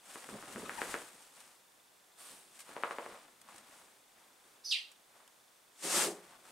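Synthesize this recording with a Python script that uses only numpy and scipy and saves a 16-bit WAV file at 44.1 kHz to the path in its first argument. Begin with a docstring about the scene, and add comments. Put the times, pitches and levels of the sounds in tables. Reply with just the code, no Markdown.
"""A small dog treads about on a duvet and drops its weight on the mattress, heard close up in a quiet bedroom.
Countless tiny slips of cloth, coloured in different ways, make the filling crush, folds rub and the weave hiss.
Short decaying tones make taut cloth snap; one high squeak of two rough tones sounds through the room.
Near the end comes a fast sweep of bedding. Behind it all are soft air noise and a camera's faint ticking."""
import sys
import numpy as np
from scipy import signal
from scipy.fft import rfft, irfft, next_fast_len
from scipy.io import wavfile

SR = 44100
rng = np.random.default_rng(int(sys.argv[2]) if len(sys.argv) > 2 else 0)


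def waveform_to_disk(signal):
    """Save audio, clipped to [-1, 1], as 16-bit WAV at the path in sys.argv[1]."""
    frames = np.transpose(np.atleast_2d(signal))
    scaled = np.clip(frames, -1, 1) * 32767
    samples = np.round(scaled).astype(np.int16)
    wavfile.write(sys.argv[1], SR, samples)


N = 287091
TIME = np.arange(N) / SR   # seconds

# Colour of folds rubbing. Each row: frequency in Hz, relative strength in dB.
FOLDS_COLOUR = [(40, -45), (150, -28), (350, -25), (520, 1), (800, 3.5), (1200, 3), (1900, -1), (2800, -7),
                (4500, -12), (10000, -31)]
# Colour of the hissing weave. Each row: frequency in Hz, relative strength in dB.
WEAVE_COLOUR = [(100, -35), (1200, -2.5), (2800, -0.5), (4200, -3), (6200, -3), (8000, 1), (9000, 2),
                (10500, -4), (13000, -11.5), (16000, -18)]
# How alike left and right are for sounds of cloth. Each row: frequency in Hz, likeness from 0 to 1.
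CLOTH_LIKENESS = [(150, 1), (600, 0.95), (1400, 0.82), (4000, 0.53), (8000, 0.84), (14000, 1)]
# How alike left and right are for the room's echo. Each row: frequency in Hz, likeness from 0 to 1.
ECHO_LIKENESS = [(150, 1), (700, 0.97), (1500, 0.71), (3500, 0.44), (8000, 0.8), (14000, .95)]
# Paws sink into the duvet. Each row: time of the peak in seconds, level in dB, width of the bell in seconds.
PAW_STEPS = [(0.34, -48.5, 0.019), (0.575, -48.5, 0.022), (0.636, -50.5, 0.006), (2.32, -64, 0.0093),
             (3.54, -73, 0.085), (3.87, -85, 0.019)]
# Taut cloth snaps. Each row: start in seconds, relative level in dB, pitch in Hz,
# thud of the filling relative to the pop in dB.
CLOTH_SNAPS = [(.157, -37.5, 1140, -3), (0.2896, -39.5, 1340, 0), (.426, -40.5, 1360, -4),
               (.56, -35.5, 1460, -2), (.695, -29, 1630, -16), (0.8172, -25, 1710, -4),
               (.9418, -25.5, 1620, -4), (2.692, -44.5, 1000, 0), (2.7653, -30.5, 960, -2.5),
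               (2.8356, -20.5, 1250, -7), (2.9097, -28, 1250, -5), (2.985, -27.5, 980, -2.5),
               (3.062, -35.5, 1120, -1), (3.146, -45.5, 1120, 1), (3.488, -44.5, 1110, -12)]


def from_db(db):
    """Turn decibels into a gain."""
    return 10 ** (np.asarray(db) / 20)


def rms_one(x):
    """Scale to an average strength (rms) of 1."""
    return x / np.sqrt(np.mean(x ** 2) + 1e-20)


def at_hz(points, hz):
    """Read a table between its rows, on a logarithmic frequency axis."""
    points = np.array(points)
    return np.interp(np.log(hz + 1), np.log(points[:, 0]), points[:, 1])


def pan(db):
    """Left and right gains; a positive level difference favours the left."""
    return from_db(np.array([[.5], [-.5]]) * db)


def together(gains):
    """Unrelated sounds add in power."""
    return np.sqrt(sum(gain ** 2 for gain in gains))


def stroke(start, hold, attack, release):
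    """Rise, hold and fall; attack and release are the seconds taken for 20 dB."""
    below = np.maximum(start - TIME, 0) / attack + np.maximum(TIME - start - hold, 0) / release
    return from_db(-20 * np.minimum(below, 10))


def swells(rows):
    """Soft pushes, each rising and falling like a bell curve."""
    total = 0
    for peak_s, db, width_s in rows:
        distance = np.minimum(((TIME - peak_s) / width_s) ** 2, 60)
        total = total + from_db(db) * np.exp(-.5 * distance)
    return total


def drift(rate):
    """A smooth random curve of spread 1 that turns about rate times a second."""
    hz = np.arange(N // 2 + 1) * SR / N
    smooth = rfft(rng.standard_normal(N)) / (1 + (hz / rate) ** 2)
    return rms_one(irfft(smooth, N))


def colour(pair, spectrum, likeness):
    """Two unrelated signals become a stereo pair of given colour and left-right likeness, with rms 1."""
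    size = next_fast_len(pair.shape[1])
    hz = np.arange(size // 2 + 1) * SR / size
    mid, side = rfft(pair, size) * from_db(at_hz(spectrum, hz))
    alike = np.clip(at_hz(likeness, hz), 0, 1)
    both = np.sqrt(1 + alike) * mid + np.sqrt(1 - alike) * side * [[1], [-1]]
    return rms_one(irfft(both, size)[:, :pair.shape[1]])


def slips(per_s, spread_db, clump_db):
    """Countless tiny slips of uneven size, coming in clumps as threads catch and let go."""
    sizes = from_db(spread_db * np.minimum(rng.exponential(1, N), 3))
    born = rng.random(N) < per_s / SR
    clumps = from_db(clump_db * np.clip(drift(34), -2, 2))
    return rng.standard_normal((2, N)) * born * sizes * clumps


def ring(age, hz, t60):
    """A tone struck at age 0 that fades by 60 dB in t60 seconds."""
    return np.sin(2 * np.pi * hz * age) * from_db(-60 * age / t60)


def resonate(x, modes):
    """The sound rings on in a few narrow resonances."""
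    response = sum(from_db(db) / np.sqrt(t60) * ring(TIME[:SR // 2], hz, t60) for hz, db, t60 in modes)
    return signal.fftconvolve(x, response / np.sqrt(np.sum(response ** 2)))[:N]


def band(x, low_hz, high_hz):
    """Keep a band of frequencies, with a steeper cut at its top."""
    x = signal.sosfilt(signal.butter(2, low_hz, "high", fs=SR, output="sos"), x)
    return signal.sosfilt(signal.butter(4, min(high_hz, .45 * SR), fs=SR, output="sos"), x)


def bedroom(x, wet_db, early):
    """Close reflections from bed and wall, then a short diffuse tail, made from fading noise."""
    # Each row: frequency in Hz, relative strength in dB.
    echo_colour = [(60, -19), (250, -0.5), (600, 7), (1500, -0.5), (4000, 1), (9000, 4.5), (16000, -4)]
    room_t60_s, early_t60_s = 0.33, 0.07
    age = TIME[:SR // 2]
    arrival = np.clip((age - .002) / .005, 0, 1)
    fade = arrival * (from_db(-60 * age / room_t60_s) + early * from_db(-60 * age / early_t60_s))
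    echo = colour(rng.standard_normal((2, len(age))), echo_colour, ECHO_LIKENESS) * fade
    echo /= np.sqrt(np.sum(echo ** 2) / 2)
    return from_db(wet_db) * signal.fftconvolve(x[None], echo, axes=1)[:, :N]


def bedding():
    """Slow shifting: the filling crushes dully, folds rub in grains, the weave hisses."""
    # The dog shifts. Each row: start in seconds, length in seconds, relative level in dB,
    # extra pressure on the folds in dB.
    dog_moves = [(0.102, 0.046, -55, -5), (0.247, 0.2, -59, 1), (0.492, 0.38, -56.5, -0.5),
                 (0.77, 0.16, -53.5, -4), (0.89, 0.013, -52, 0), (1.14, .08, -64, -9.5),
                 (1.355, 0.055, -62.5, -4), (2.56, 0.046, -63.5, -7.5), (2.697, 0.42, -62.5, 4),
                 (3.496, 0.075, -66, 3), (3.692, 0.13, -65.5, -1.5), (4.18, 0.067, -74, 4),
                 (4.463, 0.065, -72, 0), (5.16, 0.018, -75, 7.5), (6.154, 0.19, -69, 5),
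                 (6.472, .06, -65.5, 3)]
    # Each row: frequency in Hz, relative strength in dB.
    filling_colour = [(30, -10), (60, -18), (100, -6.5), (160, -1.5), (240, 3.5), (370, 2.5), (520, 2),
                      (900, -13), (2000, -44)]
    filling_db = -6.5   # share of the pressure that reaches the filling
    attack_s, release_s = .11, 0.31
    step_crush_db, step_crush_release_s = -3, 0.32   # the filling goes on giving under each paw
    snap_rub_db, snap_rub_release_s = -28.5, 0.1   # folds slacken after each snap

    moves = []
    for start_s, length_s, db, pressure_db in dog_moves:
        moves.append((from_db(db) * stroke(start_s, length_s, attack_s, release_s), pressure_db))
    weave = together(gain for gain, _ in moves)
    pressed = together(gain * from_db(pressure_db) for gain, pressure_db in moves)
    trodden = together(from_db(db + step_crush_db) * stroke(s, 0, 0.038, step_crush_release_s)
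                       for s, db, _ in PAW_STEPS)
    slackened = together(from_db(db + snap_rub_db) * stroke(s, 0, 0.017, snap_rub_release_s)
                         for s, db, *_ in CLOTH_SNAPS)
    filling = together([from_db(filling_db) * pressed, trodden])
    folds = together([pressed, slackened])

    lumps = slips(4000, 1.5, 3.0)
    grains = slips(5000, 2.3, 2.0)
    threads = slips(12000, 2.6, 1.5)
    crush = filling * colour(lumps, filling_colour, CLOTH_LIKENESS)
    rub = from_db(2.0) * folds * colour(grains, FOLDS_COLOUR, CLOTH_LIKENESS)
    hiss = from_db(2.5) * weave * colour(threads, WEAVE_COLOUR, CLOTH_LIKENESS)
    return crush + (rub + hiss) * pan(1.4)


def footfalls():
    """Paws give muffled puffs in the filling; the body's weight reaches the mattress below."""
    # The weight drops. Each row: time of the peak in seconds, level in dB, width of the bell in seconds.
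    weight_drops = [(.805, -66, .018), (.925, -64, 0.027)]
    # Colours of paws and weight. Each row: frequency in Hz, relative strength in dB.
    paw_colour = [(40, -44), (80, 1), (140, -9.5), (220, 11.5), (320, -4.5), (500, -6), (1000, -28),
                  (2500, -55)]
    weight_colour = [(15, -12), (35, 9), (80, -3), (140, -18), (400, -55)]
    paws = swells(PAW_STEPS) * colour(rng.standard_normal((2, N)), paw_colour, CLOTH_LIKENESS)
    weight = swells(weight_drops) * colour(rng.standard_normal((2, N)), weight_colour, CLOTH_LIKENESS)
    return paws + weight


def snaps():
    """Cloth pulled taut pops for a few cycles, and the filling behind it answers with a thud."""
    out, age = np.zeros(N), TIME[:SR // 20]
    for start_s, db, hz, thud_db in CLOTH_SNAPS:
        thud_hz = 372 + 61 * start_s   # the thud gets higher as the filling is packed down
        pop = ring(age, hz, 6.5 / hz) + from_db(-3.5) * ring(age, 1780, 0.0023)
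        pop = band(pop, 910, 3500)
        thud = from_db(thud_db) * band(ring(age, thud_hz, 0.0083), 0.61 * thud_hz, 1180)
        start = int(start_s * SR)
        out[start:start + len(age)] += from_db(db + 5.5) * (pop + thud)
    return out * pan(2.5) + bedroom(out, wet_db=-3.0, early=0.87)


def sweep():
    """One fast stroke of cloth over cloth: the slips merge into a bright swish above the heaving filling."""
    # Speed of the stroke. Each row: time in seconds, relative level in dB.
    stroke_speed = [(5.72, -82), (5.818, -53), (5.838, -41.5), (5.88, -39.5), (5.968, -30.5),
                    (6.048, -34.5), (6.15, -59.5), (6.2, -70)]
    # The filling heaves. Each row: time of the peak in seconds, relative level in dB.
    filling_heaves = [(5.856, -41), (5.945, -35.5), (6.035, -31.5)]
    # Colours of the heaving filling and the fast weave. Each row: frequency in Hz, relative strength in dB.
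    heave_colour = [(40, -43), (90, -53), (130, -27), (175, 4.5), (260, -1), (410, 6.5), (560, 2.5),
                    (900, -3.5), (2000, -50)]
    fast_weave_colour = [(100, -54), (1200, -5), (2800, -1.5), (4200, -2), (6200, 0.5), (8500, 3.5),
                         (10500, -3), (13000, -12), (16000, -22)]
    # Low resonances of the room, stirred by the sweep.
    # Each row: frequency in Hz, relative level in dB, time to fade by 60 dB in seconds.
    room_modes = [(179, -8, .3), (358, -2, .35), (420, 0, .2), (556, -4, .25), (604, -5, .2), (770, -8, .2)]
    heave_attack_s, heave_release_s = 0.035, 0.12

    s, db = np.transpose(stroke_speed)
    during = np.clip(TIME, s[0], s[-1])
    speed = from_db(np.interp(during, s, db)) * stroke(s[0], s[-1] - s[0], .03, .06)
    bite = from_db(-10.5 + 16 * (during - s[0]))   # the folds bite harder, by 16 dB a second
    heave = together(from_db(heave_db) * stroke(at, 0, heave_attack_s, heave_release_s)
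                     for at, heave_db in filling_heaves)
    crush = from_db(-5.0) * heave * colour(slips(5000, 0.7, 2.0), heave_colour, CLOTH_LIKENESS)
    rub = bite * speed * colour(slips(8000, 0.55, 0.67), FOLDS_COLOUR, CLOTH_LIKENESS)
    hiss = from_db(1.5) * speed * colour(slips(35000, 1.9, 0.42), fast_weave_colour, CLOTH_LIKENESS)
    boom = from_db(-18.5) * resonate(crush.mean(0), room_modes)
    return crush + boom + rub * pan(.8) + hiss * pan(1.7)


def squeal(hz, jitter, overtone_db):
    """A stick-slip tone (cloth catching and letting go) with unsteady pitch and strength, and two overtones."""
    phase = 2 * np.pi * np.cumsum(hz * (1 + jitter * drift(522))) / SR
    tone = sum(from_db(overtone_db * k) * np.sin((k + 1) * phase) for k in range(3))
    return rms_one(tone * from_db(0.9 * drift(420)))


def squeak_pitch(hover_hz, final_hz, waver_hz, start_s, swoop_s):
    """The pitch scoops up, wavers about its height, then sinks ever more slowly to its final value."""
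    scoop = 52000 * np.clip(start_s - TIME, 0, .02)   # slides up at 52000 Hz a second as the cloth catches
    wavers_per_s, swoop_time_s = 20.3, .028
    waver = waver_hz * np.cos(2 * np.pi * wavers_per_s * (TIME - start_s))
    hover = hover_hz - scoop + waver
    return final_hz + (hover - final_hz) * np.exp(-np.maximum(TIME - swoop_s, 0) / swoop_time_s)


def squeak():
    """Two rough tones hover, then swoop down and swell; the room smears them into a short tail."""
    # Friction hiss around the squeak. Each row: frequency in Hz, relative strength in dB.
    friction_colour = [(300, -47), (1400, -7), (2000, -8), (4000, 13), (7000, -1), (9500, 2), (12000, -6),
                       (16000, -38)]
    start_s, swoop_s = 4.649, 4.703
    attack_s, release_s = 0.011, 0.031
    hover_db, swoop_db = -45, -29.5   # relative levels
    swell_delay_s, swell_hold_s = 0.0099, .015

    # The two tones are not locked together.
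    lower_hz = squeak_pitch(4800, 1600, 342, start_s, swoop_s)
    upper_hz = squeak_pitch(5950, 2400, 110, start_s, swoop_s)
    hover = from_db(hover_db) * stroke(start_s, swoop_s - start_s, attack_s, release_s)
    swell = from_db(swoop_db) * stroke(swoop_s + swell_delay_s, swell_hold_s, attack_s, release_s)
    force = together([hover, swell])
    bright_db = -17 + 12 * np.log2(lower_hz / 5000)   # higher slips are sharper, with more overtone
    rasp = .02 * (6000 / upper_hz) ** 2   # the upper tone breaks up as it falls
    lower = squeal(lower_hz, jitter=0.0201, overtone_db=bright_db)
    upper = squeal(upper_hz, jitter=rasp, overtone_db=bright_db + 1)
    tones = force * (lower + from_db(-3.5) * upper)
    air = from_db(-14) * force * colour(slips(8000, 1.1, 1.5), friction_colour, ECHO_LIKENESS)
    echo = bedroom(tones + from_db(-1) * air[0], wet_db=-1.5, early=1.0)
    return (from_db(-4.5) * tones + air + echo) * pan(-2.5)


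def paw_chirp():
    """A pad drags briefly over taut cloth, giving a short gliding tone."""
    # Each row: time of the peak in seconds, pitch at the peak in Hz, relative level in dB,
    # width of the bell in seconds, glide in octaves per second.
    chirps = [(0.661, 1258, -48, 0.004, 0), (0.789, 877, -42.5, .0065, -23)]
    tone = 0
    for peak_s, hz, db, width_s, glide in chirps:
        pitch_hz = hz * 2 ** (glide * np.clip(TIME - peak_s, -2 * width_s, 2 * width_s))
        tone = tone + swells([(peak_s, db, width_s)]) * squeal(pitch_hz, jitter=0.0283, overtone_db=-6)
    return tone * pan(10.0) + bedroom(tone, wet_db=-4.0, early=.8)


def slide():
    """Flat cloth glides over flat cloth with a fine, even hiss."""
    # Each row: frequency in Hz, relative strength in dB.
    slide_colour = [(40, -31), (150, -13), (400, -3.5), (1200, -0.5), (2200, -3), (4200, -3), (6500, -6),
                    (8000, -0.5), (9000, 3), (11000, -6.5), (16000, -17)]
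    glide = from_db(-53.5) * stroke(start=2.199, hold=0.12, attack=0.044, release=0.26)
    return glide * colour(slips(20000, 1.0, 0.55), slide_colour, CLOTH_LIKENESS)


def ticks():
    """Single creases flick over, each a crisp burst of noise that starts at once and dies away."""
    # Each row: start in seconds, level in dB, time to fade by 60 dB in seconds.
    creases = [(2.194, -61, .03), (2.591, -50, 0.13), (2.604, -51, .08), (2.825, -54, 0.032),
               (3.415, -49, 0.022), (3.56, -53.5, 0.053), (3.581, -49, 0.036), (4.916, -53.5, 0.045),
               (5.277, -55.5, 0.023)]
    fade = 0
    for start_s, db, t60_s in creases:
        fade = fade + from_db(db - 60 * np.clip(TIME - start_s, 0, 1) / t60_s) * (TIME > start_s)
    return fade * colour(rng.standard_normal((2, N)), WEAVE_COLOUR, CLOTH_LIKENESS)


def background():
    """Still room air and microphone hiss as steady noise, with the camera's faint tick 25 times a second."""
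    # Each row: frequency in Hz, relative strength in dB.
    air_colour = [(20, -15), (60, -16), (120, -10), (250, -4), (500, -1), (800, 1), (1300, -1.5),
                  (2500, -5.5), (5000, -7.5), (7500, -7.5), (9000, -6), (10500, -10), (15500, -14.5)]
    # Each row: frequency in Hz, left-right likeness from 0 to 1.
    air_likeness = [(100, .9), (300, 0.58), (900, 0.22), (3000, 0.58), (7000, 0.75), (14000, 1)]
    air = from_db(-65.1) * colour(rng.standard_normal((2, N)), air_colour, air_likeness)
    age = TIME % (1 / 25)   # seconds since the latest tick
    tick = from_db(-63 + 1.5 * drift(15)) * band(ring(age, 3520, .025), 2500, 6000)
    return air + tick


def scene():
    """Everything on and around the bed, added together."""
    dog = bedding() + footfalls() + snaps() + sweep()
    cloth = squeak() + paw_chirp() + slide() + ticks()
    return dog + cloth + background()


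def record(dry):
    """Cut the treble steeply above 15750 Hz."""
    return signal.sosfilt(signal.ellip(12, .1, 70, 15750, fs=SR, output="sos"), dry)


dry = scene()
out = record(dry)
waveform_to_disk(out)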